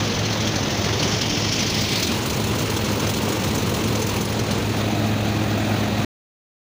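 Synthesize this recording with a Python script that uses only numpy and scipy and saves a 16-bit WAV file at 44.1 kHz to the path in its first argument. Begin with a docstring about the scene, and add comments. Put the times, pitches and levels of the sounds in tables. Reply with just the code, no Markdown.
"""A roar of threshing and fans, with a chain knocking its slats on sheet metal 27 times a second, over a droning diesel:
a combine harvester at work, heard from its roof by a hand-held microphone that turns as the machine runs.
Roar is noise, knocks are bursts that ring the panel's modes, the diesel is three tones; after some knocks the sheet
metal rings on faintly at a gliding pitch. The microphone faces the roof, then over its edge the header, the open
field and the grain tank, where noise rings in the hollow; the sound stops dead."""
import sys
import numpy as np
from scipy import signal
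from scipy.fft import rfft, irfft, next_fast_len
from scipy.io import wavfile

SR = 44100
rng = np.random.default_rng(int(sys.argv[2]) if len(sys.argv) > 2 else 0)


def output_pcm(signal):
    """Save a mono or channel-first signal as 16-bit PCM at the path in sys.argv[1].

    Samples are clipped to [-1, 1] before scaling.
    """
    pcm = np.clip(np.atleast_2d(signal).T, -1, 1) * 32767
    wavfile.write(sys.argv[1], SR, np.round(pcm).astype(np.int16))


def invert_db(level):
    """Linear amplitude ratio for a level in decibels (20 dB per decade), elementwise."""
    return 10 ** (np.asarray(level, dtype=float) / 20)


N = 298110
STOP_S = 6.0482   # the sound stops dead here
RISE_S, FALL_S = 0.0049, .007   # time constants of a knock's power


def at_hz(points, hz):
    """A spectrum read on a log-frequency axis."""
    points_hz, points_db = np.transpose(points)
    return np.interp(np.log(hz), np.log(points_hz), points_db)


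def rms_one(x):
    """Scaled to rms 1."""
    return x / np.sqrt(np.mean(x ** 2) + 1e-20)


def drift(rate_hz):
    """Slow chance of spread 1: noise at every 40th sample, low-passed twice."""
    pole = np.exp(-2 * np.pi * rate_hz * 40 / SR)
    noise = rng.standard_normal(N // 40 + 2002)
    slow = signal.lfilter([1], [1, -2 * pole, pole * pole], noise)[2000:]   # the filter has settled
    return np.interp(np.arange(N) / 40, np.arange(len(slow)), rms_one(slow))


def resonate(x, hz, width_hz):
    """Two-pole resonance with gain 1 on top."""
    r = np.exp(-np.pi * width_hz / SR)
    poles = [1, -2 * r * np.cos(2 * np.pi * hz / SR), r * r]
    return signal.lfilter([(1 - r * r) / 2, 0, (r * r - 1) / 2], poles, x + 1e-18)


def burst(at, db, rise_s, fall_s):
    """Power envelope of knocks: each swells and dies in a few milliseconds, as a slat rattles home."""
    blows = np.full(N, 1e-18)
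    blows[at] = invert_db(db) ** 2
    rise, fall = np.exp(-1 / (rise_s * SR)), np.exp(-1 / (fall_s * SR))
    return signal.lfilter([1 - rise], [1, -rise - fall, rise * fall], blows)


# How far the knocks stand out of the roar.
# Each row: frequency in Hz, gain on the knock's strength in dB.
KNOCK_SPECTRUM = [(100, -31.5), (300, -17.5), (1000, -12.5), (2500, -6.5), (4000, -3.5), (6500, 2.5),
                  (10000, 2.5), (15000, 2)]


def machinery(at, strength_db, tilt_db, patchy_db):
    """Threshing and fans: flat noise in third-octave bands that flicker; every knock adds a short burst."""
    out = 0
    together = drift(9.0)   # flicker shared by all bands
    edges = 20 * 2 ** (np.arange(30) / 3)
    white = rng.standard_normal((2, N))   # neighbouring bands take different noise
    chance = rng.standard_normal((len(at), len(edges)))
    for k, (low, high) in enumerate(zip(edges, edges[1:])):
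        band = signal.sosfilt(signal.butter(2, [low, high], "band", fs=SR, output="sos"), white[k % 2])
        hz = np.sqrt(low * high)
        tilted_db = tilt_db * np.log2(max(hz, 2000) / 6000)
        blow_db = strength_db + at_hz(KNOCK_SPECTRUM, hz) + tilted_db + 1.5 * chance[:, k]
        flicker_db = at_hz(patchy_db, hz) * (0.66 * together + drift(20.0))
        power = invert_db(flicker_db) ** 2 + burst(at, blow_db, RISE_S, FALL_S)
        out = out + band * np.sqrt(power)
    return out


# Slat knocks placed one by one, each with its own strength and pitch.
# Each row: onset in seconds, strength before colouring in dB over the roar, favoured pitch in Hz.
PLACED_KNOCKS = [(0.253, 5, 6080), (.325, 6, 4210), (.4056, 7.5, 3210), (0.472, 8, 3140), (.556, 6, 6050),
                 (.6265, 2, 6100), (.7038, 5, 3410), (0.844, 5.5, 5440), (1.028, 8, 3290), (1.212, 9, 4250),
                 (1.3713, 4.5, 5200), (1.522, 7.5, 5490), (1.624, 6.5, 5380), (1.7419, 4, 4420),
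                 (1.919, 9, 3240), (2.027, 11, 6250), (2.1181, 4, 3090), (2.297, 8.5, 3180),
                 (2.587, 6.5, 6130), (2.7636, 8, 3320), (3.093, 9, 5000), (3.168, 6, 4190),
                 (3.5473, 8, 4000), (3.739, 7.5, 4400), (3.8382, 6, 6770), (3.9529, 4.5, 6680),
                 (4.017, 7.5, 6240), (4.0911, 7, 6230), (4.1375, 3.5, 9900), (4.1624, 6.5, 6300),
                 (4.2106, 6, 6270), (4.25, 4.5, 9800), (4.324, 4, 9900), (4.3914, 6.5, 6260),
                 (4.5097, 9, 4190)]
# Knocks sound duller over the roof, brighter towards the field.
# One value for each direction, roof to tank: tilt in dB per octave.
DIRECTION_TILT = [-2, -1.5, 0.3, 0.9, 0.8]


def slats(direction, beat_db):
    """Chain slats landing: sample, strength, favoured pitch and tilt of an uneven beat and of the placed knocks."""
    chain_hz, chain_start_s = 27.1, .002
    jitter_s, spread_db, tilt_spread_db = .003, 1.5, 1.33   # slats land unevenly; tilt per octave
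    every_other_db = 1.3   # alternate slats are this much harder or softer
    beat_s = np.arange(chain_start_s, STOP_S, 1 / chain_hz)
    chance = rng.standard_normal((len(beat_s), 4))
    placed_s, placed_db, placed_hz = np.transpose(PLACED_KNOCKS)
    # a placed knock takes the place of the beats close to it
    free = abs(beat_s[:, None] - placed_s).min(axis=1) > .4 / chain_hz
    beat = np.clip((beat_s + jitter_s * chance[:, 0]) * SR, 0, N - 1).astype(int)
    placed = ((placed_s - .0015) * SR).astype(int)   # the rattle swells from just before its onset is heard
    alternate_db = every_other_db * (-1.) ** np.arange(len(beat))
    free_db = beat_db[beat] - alternate_db + spread_db * chance[:, 1]
    free_hz = 5200 * 2 ** (.4 * chance[:, 2])
    at = np.r_[beat[free], placed]
    strength_db = np.r_[free_db[free], placed_db]
    favoured_hz = np.r_[free_hz[free], placed_hz]
    tilt_db = np.r_[tilt_spread_db * chance[free, 3], 0 * placed_s]
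    tilt_db = tilt_db + np.interp(direction[at], np.arange(5), DIRECTION_TILT)
    return at, strength_db, favoured_hz, tilt_db


# Modes of the sheet metal that the slats strike.
# Each row: frequency in Hz, relative level in dB, time to ring down by 60 dB in seconds.
PANEL_MODES = [(2340, -7, .018), (3210, -7, 0.02), (3370, -4, 0.02), (4150, -3, 0.026), (4420, -3, 0.016),
               (5000, -5, .018), (5500, -2, .018), (6020, 0, .016), (6270, 2, 0.023), (6710, 0.5, 0.019),
               (8760, -5, 0.023), (10080, 5.5, .012), (12080, -1, .015), (15100, -4.5, .012)]


def panel(at, strength_db, favoured_hz, tilt_db, level_db, favour_db):
    """The rattle of each knock excites every mode of the sheet metal, favouring those near its favoured pitch."""
    out = 0
    chance = rng.standard_normal((len(at), len(PANEL_MODES)))
    rattle = rng.standard_normal(N)
    for k, (hz, mode_db, t60) in enumerate(PANEL_MODES):
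        near = np.exp(-(np.log2(hz / favoured_hz) / .12) ** 2)
        blow_db = strength_db + mode_db + level_db + favour_db * near
        blow_db = blow_db + tilt_db * np.log2(hz / 6000) + 3.1 * chance[:, k]
        shake = np.sqrt(burst(at, blow_db, RISE_S, fall_s=0.003))
        out = out + resonate(rattle * shake, hz, width_hz=np.log(1000) / (np.pi * t60))
    return out


# The turning microphone, held by hand on the roof.
# Each row: time in seconds, direction (0 roof, 1 roof edge, 2 header, 3 field, 4 tank), gain on the roar in dB.
MICROPHONE_TURN = [(0, 0.01, -3), (.5, 0.044, -5), (.85, .13, -3), (1.05, 0.4, -2.5), (1.5, 0.99, -2.24),
                   (1.75, 1.64, 0.1), (2.1, 2.17, 1), (2.16, 2.85, -3), (2.5, 2.98, -3), (3.3, 2.92, -3.1),
                   (4.0, 3.1, -3.5), (4.31, 3.25, -3), (4.36, 3.56, -2), (4.58, 3.25, -2.5),
                   (4.66, 3.49, -2.5), (4.9, 3.94, -0.8), (6.05, 3.95, -.5)]


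def turning():
    """Where the hand points the microphone and the gain on the roar there, one value per sample."""
    s, direction, roar_db = np.transpose(MICROPHONE_TURN)
    t = np.arange(N) / SR
    return np.clip(np.interp(t, s, direction), 0, 4), np.interp(t, s, roar_db)


# Shape of the roar's spectrum facing the roof, its edge, the header, the field and the tank.
# Each row: frequency in Hz, relative density in dB per Hz.
ROOF_SPECTRUM = [(45, -9), (80, 1), (140, 3), (260, -0.5), (500, -3.5), (900, -9), (1500, -13), (2600, -13),
                 (3400, -13), (5000, -17), (6200, -16), (8100, -37.5), (10000, -36), (13500, -43)]
EDGE_SPECTRUM = [(45, -6), (140, 1.5), (300, -2.5), (500, -8.5), (900, -12), (1600, -17), (2400, -13),
                 (3300, -10.5), (3900, -16), (5500, -11.5), (6400, -17), (8100, -37.5), (10000, -35),
                 (13500, -43)]
HEADER_SPECTRUM = [(45, -12.5), (80, -0.5), (150, 3), (300, -0.5), (450, -5), (900, -11.5), (1500, -16.5),
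                   (2300, -10.5), (3200, -11.5), (4400, -10.5), (6200, -19), (8100, -28.5), (10000, -32),
                   (13500, -38.5)]
FIELD_SPECTRUM = [(45, -8.5), (80, 3), (150, 3), (300, -1), (460, -2), (740, -11.5), (900, -8),
                  (1700, -16.5), (2200, -15), (2700, -14.5), (3300, -17), (4200, -17.5), (4700, -21),
                  (6500, -22), (8200, -31), (9900, -30.5), (11000, -34.5), (12000, -34.5), (13500, -38.5)]
TANK_SPECTRUM = [(45, -8.5), (80, -1.5), (150, -0.5), (280, -0.5), (430, -7.5), (720, -6.5), (1000, -15),
                 (1400, -15.5), (2200, -18), (2900, -20.5), (3900, -17.5), (5300, -28.5), (6400, -25.5),
                 (8200, -37.5), (10500, -37), (13500, -43)]
# Treble gain of those shapes, which sets the level of each whole spectrum.
# One value for each direction: rms from 4.5 to 13.5 kHz for white noise of rms 1, in dB.
TREBLE_LEVEL = [-31, -29, -34, -34.5, -40.5]


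def facing(source, direction):
    """The same machine coloured five ways, faded from one to the next as the microphone turns."""
    size = next_fast_len(N)
    hz = np.maximum(np.fft.rfftfreq(size, 1 / SR), 1)
    spectrum, out = rfft(source, size), 0
    treble = (hz > 4500) & (hz < 13500)
    colours = [ROOF_SPECTRUM, EDGE_SPECTRUM, HEADER_SPECTRUM, FIELD_SPECTRUM, TANK_SPECTRUM]
    for k, colour in enumerate(colours):
        gain = invert_db(at_hz(colour, hz))
        gain *= invert_db(TREBLE_LEVEL[k]) / np.sqrt(np.sum(gain[treble] ** 2) / len(hz))
        share = np.clip(1 - abs(direction - k), 0, 1)
        out = out + share * irfft(spectrum * gain, size)[:N]
    return out


def rim_shade(x):
    """While the microphone passes behind the tank's rim, a share of the highest treble is lost."""
    start_s, end_s, shade_hz, share = 4.33, 4.6, 10600, 0.36
    corners_s = [start_s, start_s + .015, end_s, end_s + 0.098]
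    behind = np.interp(np.arange(N) / SR, corners_s, [0, 1, 1, 0])
    top = signal.sosfiltfilt(signal.butter(4, shade_hz, "high", fs=SR, output="sos"), x)
    return x - share * behind * top


# What else changes with the direction the microphone faces.
# Each row: direction (0 roof to 4 tank), strength of the chain's beat in dB over the roar, firing tone,
# second and third order in dB, spread of their wavering in dB (a minus sign turns the swells over).
BEAT_AND_ENGINE = [(0, 1, -30, -33, -44, 3), (1, 4, -32.5, -37, -44.5, -2.4), (2, 5.5, -33, -38, -45.5, 2),
                   (3, 4.5, -31, -33.5, -41, 1.5), (3.5, -0.5, -27.5, -33, -41.5, -1),
                   (4, -3.5, -25.5, -29.5, -36, 1)]


def heard(direction):
    """Chain beat, three engine orders and wavering at the microphone, one value per sample."""
    faces, *columns = np.transpose(BEAT_AND_ENGINE)
    return [np.interp(direction, faces, column) for column in columns]


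def engine(orders_db, waver_db):
    """Firing tone and two overtones; speed wanders a little, and each tone swells and fades slowly by chance."""
    firing_hz, wander_hz = 106.1, .5
    phase = 2 * np.pi * np.cumsum(firing_hz + wander_hz * drift(2.09)) / SR
    out = 0
    for order, db in enumerate(orders_db, start=1):
        level = np.sqrt(2) * invert_db(db + waver_db * drift(3.9))
        out = out + level * np.sin(order * phase + 0.23 * drift(2.8))
    return out


# After some knocks the sheet metal rings on faintly at a gliding pitch.
# Each row: start in seconds, length in seconds, start pitch in Hz, end pitch in Hz, relative level in dB.
GLIDING_RINGS = [(.235, .05, 4380, 4100, -33), (0.308, 0.0388, 4350, 4130, -35),
                 (.40, .095, 3235, 3270, -36), (1.93, .075, 4250, 4750, -31.5)]


def gliding_rings():
    """Sheet metal ringing on: a gliding tone, roughened by slow noise, swells and fades."""
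    width_hz, roughness = 60, .5
    out, t = 0, np.arange(N) / SR
    rough = rms_one(resonate(rng.standard_normal(N), width_hz / 2, width_hz))
    for s, length, start_hz, end_hz, db in GLIDING_RINGS:
        done = np.clip((t - s) / length, 0, 1)
        phase = 2 * np.pi * np.cumsum(start_hz + (end_hz - start_hz) * done) / SR
        out = out + 2 * invert_db(db) * np.sin(np.pi * done) * np.sin(phase)
    return out * (1 - roughness + roughness * rough)


# Air ringing in the grain tank.
# Each row: frequency in Hz, width of each of two resonances in Hz, relative level in dB.
TANK_RESONANCES = [(700, 150, -41), (1267, 74, -45), (1894, 49, -46), (2520, 330, -40)]


def tank_air(direction):
    """Noise ringing in the hollow of the tank, heard when the microphone looks in."""
    noise = rng.standard_normal(N)
    ringing = 0
    for hz, width_hz, db in TANK_RESONANCES:
        twice = resonate(resonate(noise, hz, width_hz), hz, width_hz)
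        ringing = ringing + invert_db(db) * rms_one(twice)
    return np.clip(direction - 3, 0, 1) * ringing


def scene():
    """Roar, knocks, engine, gliding rings and tank at the turning microphone."""
    direction, roar_db = turning()
    beat_db, *orders_db, waver_db = heard(direction)
    at, strength_db, favoured_hz, tilt_db = slats(direction, beat_db)
    # flicker of the roar: (Hz, dB)
    patchy_db = [(100, 0.21), (600, 1.22), (3000, 1.01), (12000, 1.2)]
    roar = machinery(at, strength_db, tilt_db, patchy_db)
    source = roar + panel(at, strength_db, favoured_hz, tilt_db, level_db=3.0, favour_db=9)
    machine = invert_db(roar_db) * rim_shade(facing(source, direction))
    mix = machine + engine(orders_db, waver_db) + gliding_rings() + tank_air(direction)
    return mix[None]


def low_pass(x):
    """Removes everything above the highest recorded frequency."""
    return signal.sosfilt(signal.butter(12, 16880, fs=SR, output="sos"), x)


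def record(dry):
    """The microphone's port rings, both ends are cut, a regular ripple of 43 Hz runs through the level,
    peaks are rounded and the sound stops."""
    port_hz, port_width_hz, port_db = 15200, 1150, 14
    bass_cut_hz, treble_cut_hz = 40, 15560
    ripple_hz, ripple_top_s, ripple_db = 43.066, .008, 1.21   # the level swings this far up and down
    ring = resonate(resonate(dry, port_hz, port_width_hz), port_hz, port_width_hz)
    port = dry + invert_db(port_db) * ring
    thin = signal.sosfilt(signal.butter(2, bass_cut_hz, "high", fs=SR, output="sos"), port)
    dull = signal.sosfilt(signal.ellip(12, .5, 60, treble_cut_hz, fs=SR, output="sos"), thin)
    t = np.arange(N) / SR
    ripple = invert_db(ripple_db * np.cos(2 * np.pi * ripple_hz * (t - ripple_top_s)))
    rounded = 0.46 * np.tanh(dull * ripple / 0.44)
    running = np.clip((STOP_S - t) / .0005, 0, 1)
    return low_pass(rounded * running)


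dry = scene()
out = record(dry)
output_pcm(out)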